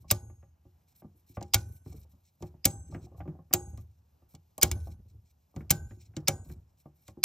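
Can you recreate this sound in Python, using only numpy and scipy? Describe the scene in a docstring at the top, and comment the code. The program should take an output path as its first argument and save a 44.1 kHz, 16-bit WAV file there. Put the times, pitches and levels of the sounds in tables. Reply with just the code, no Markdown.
"""Circuit breakers snap under a thumb in the wall panel of a small quiet cabin, a hand's width away.
Each snap is a latch tick and two hard contacts within about 10 ms; the plastic casing rings,
springs ring on thinly and the panel thumps. Between snaps the thumb knocks, presses and rubs
on panel and levers; sharper knocks slap drily. A short echo and faint air lie behind, in stereo."""
import sys
import numpy as np
from scipy import signal
from scipy.fft import rfft, irfft, next_fast_len
from scipy.io import wavfile
from scipy.ndimage import uniform_filter1d

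SR = 44100
rng = np.random.default_rng(int(sys.argv[2]) if len(sys.argv) > 2 else 0)


def wrap_up_sound(samples):
    """Save the sound to the file named by the first command line argument, as 16-bit audio."""
    columns = np.atleast_2d(samples).T
    # keep every value between -1 and 1, then stretch to whole-number steps
    tamed = np.clip(columns, -1, 1)
    steps = np.round(tamed * 32767).astype(np.int16)
    wavfile.write(sys.argv[1], SR, steps)


N = 319284
FFT_SIZE = next_fast_len(N + 4096)

# Thrown levers: start_s, level_db, treble_db, latch_db, second_offset_s, second_db,
# thump_db, boom_under_88hz_db, boom_88_130hz_db
SNAPS = [(0.1113, -15, 4, -24.5, .0035, -23, -27, -36.5, -24.5),
         (1.5432, -10.5, 2.5, -25.5, -.006, -22.5, -26.5, -27.5, -25.5),
         (2.6531, -14, 5.5, -27.5, .0026, -16, -25, -34, -24),
         (3.5367, -13.5, 6, -31, -0.0079, -37, -25, -44, -35),
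         (4.63, -8.5, 4.5, -26, -.0042, -20, -22, -20.5, -28.5),
         (5.705, -14.5, 5, -35.5, .0047, -15, -25, -39, -31),
         (6.282, -15, 2.5, -27.5, -.003, -31, -23, -39.5, -35.5),
         (7.2393, -12, 4.5, -29, -.0028, -23.5, -38, -47, -49)]
# Ticks of nail and loose levers: start_s, level_db, treble_db
TICKS = [(1.41, -54.5, -16), (1.427, -47.5, -8), (2.424, -50.5, -12.5), (3.775, -55, 1), (4.35, -51, -3),
         (4.5797, -40, 9.5), (4.6142, -31, 5), (4.7145, -27.5, -1), (5.562, -52, -7.5), (6.166, -39, -18),
         (7.08, -48.5, -5.5)]
def contact_rows():
    """Latch slips, main and second contacts, ticks: start_s, level_db, treble_db (over the mids)."""
    start_s, level_db, treble_db, latch_db, offset_s, second_db = np.transpose(SNAPS)[:6]
    latch_lead_s, latch_treble_db = .0075, -25.5
    latch = [start_s - latch_lead_s, latch_db, np.full_like(start_s, latch_treble_db)]
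    main = [start_s, level_db, treble_db]
    second = [start_s + offset_s, second_db, treble_db + 4.5 * np.sign(offset_s)]  # the later of the two contacts is brighter, the earlier duller
    return np.hstack([latch, main, second, np.transpose(TICKS)])


# Latch slip spectrum: pitch_hz, level_db
LATCH_SPECTRUM = [(1500, -22.5), (2300, -11.5), (3500, -11), (4500, -8), (5000, 7.5), (5600, -11),
                  (7500, -18.5), (10000, -32.5)]
# Contact midrange spectrum: pitch_hz, level_db
MID_SPECTRUM = [(300, -27.5), (800, -6.5), (1600, -12), (2500, -9.5), (4000, -5.5), (6000, -3), (7500, -1),
                (9500, -29)]
# Contact treble spectrum: pitch_hz, level_db
CRACK_SPECTRUM = [(5500, -28), (7500, 0), (9000, 0.5), (11000, -2.5), (13500, -3.5), (15500, -11.5),
                  (17000, -24.5)]
def contacts():
    """Hard contacts give spiky millisecond bursts; returns near sound and stereo echo."""
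    start_s, level_db, treble_db = contact_rows()
    treble_share = 1 / (1 + amp(-2 * treble_db))
    is_latch = treble_db < -19
    bands = ((LATCH_SPECTRUM, is_latch, .024, -27.5),
             (MID_SPECTRUM, (1 - treble_share) * ~is_latch, .024, -30),
             (CRACK_SPECTRUM, treble_share, .016, -35.5))
    near, echo = casing_ring(start_s, level_db, treble_db), 0
    for spectrum, power_share, t60_s, echo_db in bands:
        hits = impulses(start_s, amp(level_db + 3) * np.sqrt(power_share))
        rattle = amp(3.8 * drift(3400) - 3)  # metal rattles unevenly from cycle to cycle
        envelope = signal.lfilter([.15], [1, -.85], decay(hits, t60_s) * rattle)  # rounded attack
        near = near + colour(envelope * rng.standard_normal(N), spectrum)
        echo = echo + cabin_echo(hits, spectrum, echo_db)
    return casing_resonance(near), echo


def casing_ring(start_s, level_db, treble_db):
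    """Each contact strikes the casing's close modes unevenly; high modes die sooner."""
    count = 60
    pitches_hz = np.geomspace(2100, 14500, count) * rng.uniform(.985, 1.015, count)
    coupling = rng.standard_normal((len(start_s), count))
    out = 0
    for k, hz in enumerate(pitches_hz):
        tilt_db = np.minimum(.7 * treble_db * np.log2(hz / 6000), 3)  # bright contacts favour high modes
        strikes = impulses(start_s, amp(level_db - 27 + tilt_db) * coupling[:, k])
        out = out + ring(strikes, hz, t60_s=.048 * (6000 / hz) ** .25)
    return out


# Casing resonances: pitch_hz, width_hz, lift_db
CASING_PEAKS = [(2300, 160, 7), (3150, 130, 6), (4540, 610, 1.5), (6330, 1400, 1.5), (7970, 2200, 2),
                (13400, 9300, 5.5)]
def casing_resonance(x):
    """The plastic casing lifts a few broad bands."""
    out = x
    for hz, width_hz, lift_db in CASING_PEAKS:
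        r, w = np.exp(-np.pi * width_hz / SR), 2 * np.pi * hz / SR
        band = signal.lfilter([1 - r * r, 0, r * r - 1], [2, -4 * r * np.cos(w), 2 * r * r], x)
        out = out + (amp(lift_db) - 1) * band
    return out


# Springs, blades and cover plate per pole: start_s, touch_s, modes (pitch_hz, level_db, t60_s)
SPRING_MODES = [ (.1115, .5, [(807, -45, .35), (1487, -57, .4), (6487, -61, .9), (6712, -58, .7),
                (7772, -63, .6), (9652, -58, .65), (9787, -59, .6), (10310, -58, .6), (11100, -62, .7),
                (11312, -61, .75)]), (1.5437, 1.95, [(802, -53, .35), (1454, -38, .15), (1496, -60, .6),
                (2439, -60, .3), (5856, -57, .45), (6350, -64, .7), (7602, -61, .75), (9539, -59, .75),
                (10004, -57, .75), (10506, -56, .85), (11447, -62, .75)]), (2.6529, 3.04, [(797, -41, .35),
                (1522, -65, .7), (6260, -54, .8), (6652, -36, .16), (7437, -55, .75), (7735, -45, .7),
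                (9089, -58, .7), (9210, -57, .6), (9670, -56, .55), (11093, -51, .35)]),
                (3.5342, 3.79, [(803, -43, .45), (1497, -61, .55), (6262, -62, .8), (6645, -45, .47),
                (7393, -35, .16), (7737, -49, .45), (7887, -50, .4), (9204, -53, .6), (10610, -56, .6),
                (11095, -56, .65)]), (4.7136, 4.93, [(802, -58, .4), (1500, -64, .7), (6308, -64, .65),
                (8097, -66, .6), (9404, -57, .6), (9579, -58, .55), (9929, -62, .65), (10570, -63, .75),
                (11445, -64, .75)]), (5.7072, 6.04, [(807, -52, .4), (1527, -45, .38), (6754, -57, .75),
                (6912, -53, .4), (7008, -53, .33), (7510, -62, .7), (9979, -63, .7), (10695, -59, .75),
                (11533, -61, .65)]), (6.2822, 6.5, [(764, -48, .38), (1525, -54, .38), (5883, -35, .11),
                (6687, -56, .5), (6935, -49, .45), (7839, -59, .85), (9506, -61, .6), (9891, -56, .52),
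                (10631, -64, .7)]), ]
def springs():
    """Thrown poles ring on in beating mode pairs until a touch damps them."""
    damping_db_per_s = 120
    out, t = np.zeros(N + SR), np.arange(SR) / SR
    click = impulses([0], 1)[:SR]
    for start_s, touch_s, modes in SPRING_MODES:
        splits_hz = rng.uniform(2.4, 52, len(modes))
        pairs = sum(amp(db) * (ring(click, hz, t60_s) + .5 * ring(click, hz + split_hz, t60_s))
                    for (hz, db, t60_s), split_hz in zip(modes, splits_hz))
        damping = amp(-damping_db_per_s * np.maximum(start_s + t - touch_s, 0))
        out[int(start_s * SR):][:SR] += pairs * damping
    return out[:N] * amp(.24 + drift(30))  # loose parts rattle unevenly


# Thumb knocks: start_s, mid_130_450hz_db, bass_under_130hz_db, high_450_1300hz_db
KNOCKS = [(0.043, -54, -58.5, -54), (0.237, -55.5, -56.5, -61), (0.297, -51, -54.5, -53.5),
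          (0.429, -56, -55.5, -54.5), (0.653, -52.5, -50, -64.5), (1.021, -47, -65.5, -48.5),
          (1.044, -40.5, -49, -54), (1.146, -62, -66.5, -87), (1.296, -54, -56, -74),
          (1.37, -34, -38, -31.5), (1.414, -35.5, -46.5, -35), (1.719, -59, -56.5, -72),
          (1.861, -38, -45.5, -53.5), (1.923, -46, -50, -54.5), (1.941, -40, -43.5, -81),
          (2.049, -63.5, -57.5, -61), (2.134, -52, -59, -65.5), (2.406, -41, -61, -55),
          (2.425, -33.5, -41, -37), (2.541, -48.5, -71, -58), (2.735, -44.5, -50.5, -58),
          (2.898, -38.5, -65, -64.5), (2.924, -40, -36.5, -43.5), (2.947, -30.5, -37.5, -38),
          (3.04, -45.5, -48, -62), (3.068, -56.5, -56, -56), (3.117, -51.5, -58.5, -53.5),
          (3.146, -55.5, -52.5, -48), (3.18, -62, -42.5, -53), (3.203, -40, -38.5, -38),
          (3.255, -38.5, -49.5, -45), (3.277, -32, -43, -45.5), (3.351, -48.5, -68, -53),
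          (3.389, -46.5, -63, -49.5), (3.509, -43, -63, -44), (3.731, -44, -43.5, -58.5),
          (3.779, -42.5, -37, -53.5), (4.221, -63.5, -63, -62), (4.342, -46, -54.5, -50.5),
          (4.581, -44, -52, -37), (4.715, -34.5, -28.5, -42), (4.762, -41, -36.5, -50),
          (4.871, -42.5, -49, -45), (4.898, -49.5, -47, -67), (4.94, -56.5, -48, -60.5),
          (5.143, -59, -50, -79), (5.542, -49.5, -55, -56.5), (5.563, -31, -37.5, -40.5),
          (5.606, -39, -44.5, -51), (5.91, -43.5, -44, -49), (5.967, -52, -46.5, -76),
          (6.139, -60, -57, -60.5), (6.167, -30, -46.5, -41), (6.458, -48, -55, -58),
          (6.499, -37.5, -53, -55), (6.565, -60, -49.5, -84), (6.857, -42, -55, -45),
          (7.084, -45.5, -50.5, -44), (7.172, -40, -58, -51)]
def blow_rows():
    """Snap thumps and knocks on the panel: start_s, deep_db, low_db, mid_db, high_db."""
    snap_s, *_, thump_db, deep_db, low_db = np.transpose(SNAPS)
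    knock_s, mid_db, bass_db, high_db = np.transpose(KNOCKS)
    thump_lag_s = .0015
    thumps = [snap_s + thump_lag_s, deep_db, low_db, thump_db, thump_db + .5]
    return np.hstack([thumps, [knock_s, bass_db, bass_db, mid_db, high_db]])


# Wall panel and cover plate modes: pitch_hz, level_db, t60_s
PANEL_MODES = [(59, -13.5, 0.083), (75, -7, 0.95), (84.88, -4, 0.71), (100.05, 0, 0.33), (106.8, 0, 0.3),
               (146.8, -5, 0.22), (165.8, -3.5, 0.2), (205.5, -7.5, 0.18), (252, -7, 0.064),
               (268.5, -6.5, 0.093), (314.6, -6, 0.14), (358, -8, 0.22), (439, -14.5, .1),
               (496, -11.5, 0.1), (550, -7.5, 0.12), (601.5, -7, 0.099), (675, -7, 0.064),
               (753, -5.5, 0.09), (808, -9, 0.18), (904, -8.5, 0.064), (1082, -14, 0.1), (1184, -11, 0.091)]
def panel_thumps(start_s, bands_db):
    """Soft blows ring the panel; each lands elsewhere and weights the modes differently."""
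    band_edges_hz = [88, 130, 450]
    scatter = rng.standard_normal((len(start_s), len(PANEL_MODES), 2))
    out = 0
    for k, (hz, mode_db, t60_s) in enumerate(PANEL_MODES):
        blow_db = bands_db[np.searchsorted(band_edges_hz, hz)]
        sign = 1 if hz < 130 else np.sign(scatter[:, k, 1])  # deep modes start inwards together
        blows = impulses(start_s, amp(blow_db + mode_db + 4.2 * scatter[:, k, 0]) * sign)
        pulse = np.hanning(int(SR / hz * .99) + 3)  # about one cycle, so lows swell later
        force = signal.oaconvolve(blows, pulse / pulse.sum())[:N]
        out = out + ring(force, hz, t60_s)
    return out


# Thumb leaning on the panel: start_s, end_s, level_db
LEANS = [(0.026, 0.314, -45), (1.535, 1.72, -48), (1.904, 1.962, -45.5), (2.72, 3.037, -46),
         (3.176, 3.22, -50.5), (3.57, 3.816, -46.5), (4.75, 4.86, -40), (4.999, 5.193, -55),
         (5.748, 5.837, -40.5), (6.05, 6.25, -56), (6.324, 6.505, -40.5), (7.14, 7.301, -58)]
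def thumb_pressure():
    """Uneven pressure makes the panel modes rumble; each lean swells, holds and fades."""
    rise_db_per_s, fall_db_per_s, rest_db, tilt_db_per_octave = 199, 137, -80.5, -17
    push = rng.standard_normal(N) * amp(4.5 * drift(21))
    rumble = sum(ring(push, hz, .57 * t60_s) * amp(db + tilt_db_per_octave * np.log2(hz / 60))
                 for hz, db, t60_s in PANEL_MODES)
    t, weight = np.arange(N) / SR, amp(rest_db)
    for start_s, end_s, level_db in LEANS:
        drop_db = rise_db_per_s * np.maximum(start_s - t, 0) + fall_db_per_s * np.maximum(t - end_s, 0)
        weight = weight + amp(level_db - drop_db)
    return weight * rms_one(rumble)


# Dry slap of the sharper thumb knocks: start_s, level_db
KNOCK_SLAPS = [(0.298, -61), (0.426, -58.5), (1.019, -62.5), (1.861, -63), (2.945, -38.5), (3.204, -45),
               (3.276, -51.5), (3.51, -55), (3.777, -58.5), (5.563, -50), (5.606, -46.5), (5.908, -48.5),
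               (6.137, -58), (6.166, -44), (6.498, -51), (7.083, -54)]
# Dry slap spectrum: pitch_hz, level_db
SLAP_SPECTRUM = [(900, -18), (1400, 1), (2300, -3.5), (3000, -14), (4200, -29.5)]
def slaps(blow_s, high_db):
    """Blows slap drily, hard ones disproportionately; the sharper thumb knocks get extra slap."""
    sharp_s, sharp_db = np.transpose(KNOCK_SLAPS)
    slap_db = -57.5 + 1.9 * (high_db + 40)
    hits = impulses(np.r_[blow_s, sharp_s], amp(np.r_[slap_db, sharp_db] - 10.5))
    return colour(decay(hits, t60_s=.073) * rng.standard_normal(N), SLAP_SPECTRUM)


# Cavity rattle spectrum: pitch_hz, level_db
CAVITY_SPECTRUM = [(120, -22), (200, 2.5), (400, -1.5), (700, -7.5), (1200, -16), (1800, -24.5),
                   (2500, -40)]
def cavity_rattle(blow_s, mid_db):
    """Blows set off a dense rattle in the hollow behind the panel."""
    hits = impulses(blow_s, amp(-69 + 1.6 * (mid_db + 40)))
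    return colour(decay(hits, t60_s=.36) * rng.standard_normal(N), CAVITY_SPECTRUM)


# Skin scuffs on plastic: start_s, length_s, low_db, high_db
SCUFFS = [(0.01, 0.02, -79, -76), (0.088, 0.052, -63.5, -83), (0.88, 0.047, -76.5, -80),
          (0.956, 0.054, -78.5, -73.5), (1.162, 0.049, -90, -79), (1.27, 0.056, -76, -76.5),
          (1.345, 0.025, -69, -73), (1.44, 0.21, -84, -104), (1.682, 0.1, -87, -73.5),
          (1.847, 0.1, -76, -77), (1.946, 0.1, -74.5, -76), (2.095, 0.038, -88, -80),
          (2.247, 0.06, -76, -97), (2.402, 0.083, -77.5, -85), (2.875, 0.014, -74.5, -84),
          (2.914, 0.049, -73.5, -98), (3.014, 0.048, -71, -101), (3.173, 0.026, -73.5, -71.5),
          (3.697, 0.018, -83, -78), (3.781, 0.045, -75.5, -82), (4.294, 0.055, -84, -75.5),
          (4.735, 0.12, -78.5, -88.5), (4.851, 0.09, -75, -76), (5.087, 0.022, -75.5, -89),
          (5.243, 0.076, -86, -96), (5.553, 0.074, -83.5, -80.5), (5.897, 0.069, -83.5, -91),
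          (5.994, 0.084, -75.5, -97), (6.155, 0.056, -76, -94), (6.448, 0.027, -76, -77),
          (6.482, 0.06, -75.5, -72), (6.78, 0.04, -79.5, -80), (6.954, 0.13, -86, -86),
          (7.07, 0.048, -73.5, -82)]
# Skin friction spectrum, low band: pitch_hz, level_db
SKIN_LOW = [(1500, -30), (2400, -7), (3100, -15.5), (4150, -3), (4750, -13.5), (5450, -0.5), (6300, -9.5),
            (7900, -3), (9500, -19.5)]
# Skin friction spectrum, high band: pitch_hz, level_db
SKIN_HIGH = [(6500, -24), (8500, -4.5), (10500, -4), (12800, 0), (14500, -8.5), (16200, -36)]
def rubbing():
    """Sliding skin hisses grainily over faint constant brushing; the two bands wander apart."""
    start_s, length_s, low_db, high_db = np.transpose(SCUFFS)
    out, grain_db = 0, 2.6 * drift(70)
    for level_db, spectrum in ((low_db, SKIN_LOW), (high_db, SKIN_HIGH)):
        gate = np.cumsum(impulses(start_s, amp(level_db)) - impulses(start_s + length_s, amp(level_db)))
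        scuffs = uniform_filter1d(uniform_filter1d(gate, size=600), size=600)
        brushing = amp(-97 + 2.6 * drift(5))
        out = out + (scuffs + brushing) * amp(grain_db + 2.6 * drift(25)) * noise(spectrum)[0]
    return casing_resonance(out)


def cabin_echo(hits, spectrum, gain_db):
    """The small cabin answers each contact with a short noise tail: mid and side channels."""
    return amp(gain_db + 2.3 * drift(80)) * decay(hits, t60_s=.18) * noise(spectrum, channels=2)


# Near air spectrum: pitch_hz, level_db
AIR_SPECTRUM = [(15, -34), (25, -11), (65, 4.5), (106, -6), (152, -3), (222, -14.5), (505, -28.5),
                (642, -30), (800, -23.5), (1080, -37), (1350, -32.5), (2010, -36), (3000, -35),
                (3900, -68.5), (6600, -120)]
# Faint hiss spectrum: pitch_hz, level_db
HISS_SPECTRUM = [(1500, -21), (2500, -8.5), (6000, -6), (9000, -8.5), (12500, -1.5), (14200, -5.5),
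                 (15500, -42)]
def near_air():
    """A low rumble and a thin hiss, both slowly wavering."""
    rumble = amp(-71.5 + 2 * drift(1.6)) * noise(AIR_SPECTRUM)[0]
    hiss = amp(-84 + 1.6 * drift(3.6)) * noise(HISS_SPECTRUM)[0]
    return rumble + hiss


# Diffuse cabin noise spectrum: pitch_hz, level_db
DIFFUSE_SPECTRUM = [(60, -16.5), (180, 0.5), (320, -7.5), (800, -4.5), (1100, -9.5), (1700, -20),
                    (3000, -33.5), (16000, -43)]
def diffuse_air():
    """Faint room noise, independent in each channel."""
    return amp(-82 + 1.5 * drift(6)) * noise(DIFFUSE_SPECTRUM, channels=2)


# Phase between the microphone ports: pitch_hz, left_lead_rad
PORT_PHASE = [(100, 0), (350, -.3), (860, -.42), (1150, -.1), (2150, .35), (3000, .72), (3800, .5),
              (4750, 1.5), (5050, -.1), (5800, .6), (8600, 2.5), (10700, 3.3), (12100, 4.5), (14800, 6.05),
              (16500, 6.3)]
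def microphone_ports(x):
    """Two ports hear a near source at equal level, with a pitch-dependent phase between them."""
    half_turn = np.exp(.5j * at_bins(PORT_PHASE))
    return irfft(rfft(x, FFT_SIZE) * np.array([half_turn, 1 / half_turn]), FFT_SIZE)[:, :N]


def amp(db):
    return 10 ** (np.asarray(db) / 20)


def rms_one(x):
    return x / np.sqrt(np.mean(x ** 2) + 1e-20)


def at_bins(curve):
    """A (pitch_hz, value) curve at the FFT bins, interpolated in log pitch."""
    hz, values = np.transpose(curve)
    return np.interp(np.log(np.fft.rfftfreq(FFT_SIZE, 1 / SR) + 1), np.log(hz + 1), values)


def colour(x, spectrum):
    """Spectral shaping that keeps the rms of white noise."""
    return irfft(rfft(x, FFT_SIZE) * rms_one(amp(at_bins(spectrum))), FFT_SIZE)[..., :N]


def noise(spectrum, channels=1):
    """Steady coloured noise, rms 1."""
    return colour(rng.standard_normal((channels, N)), spectrum)


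def impulses(times_s, sizes):
    out = np.full(N, 1e-18)
    np.add.at(out, np.minimum((np.asarray(times_s) * SR).astype(int), N - 1), sizes)
    return out


def decay(hits, t60_s):
    """Each impulse becomes a step that dies away."""
    return signal.lfilter([1], [1, -amp(-60 / (t60_s * SR))], hits)


def ring(force, hz, t60_s):
    """One mode: a unit impulse starts a decaying sine of height 1."""
    r, w = amp(-60 / (t60_s * SR)), 2 * np.pi * hz / SR
    return signal.lfilter([0, np.sin(w)], [1, -2 * r * np.cos(w), r * r], force)


def drift(rate_hz):
    """Smooth random wander, rms 1."""
    r = np.exp(-2 * np.pi * rate_hz / SR)
    return rms_one(signal.lfilter([1], [1, -2 * r, r * r], rng.standard_normal(N + SR))[SR:])


def scene():
    """Breakers, panel and thumb close by, with cabin echo and air."""
    snaps, (echo_mid, echo_side) = contacts()
    blow_s, deep_db, low_db, mid_db, high_db = blow_rows()
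    near = snaps + near_air() + springs()
    near += panel_thumps(blow_s, (deep_db, low_db, mid_db, high_db)) + thumb_pressure()
    near += slaps(blow_s, high_db) + cavity_rattle(blow_s, mid_db) + rubbing()
    return microphone_ports(near + echo_mid) + amp(-8) * echo_side * [[1], [-1]] + diffuse_air()


def record(dry):
    """The microphone drops the deepest bass, rounds peaks and cuts the top."""
    low_cut_hz, high_cut_hz, ceiling = 54, 16900, .85
    thin = signal.sosfilt(signal.butter(4, low_cut_hz, "high", fs=SR, output="sos"), dry)
    rounded = ceiling * np.tanh(thin / ceiling)
    return signal.sosfilt(signal.cheby2(12, 70, high_cut_hz, fs=SR, output="sos"), rounded)


dry = scene()
out = record(dry)
wrap_up_sound(out)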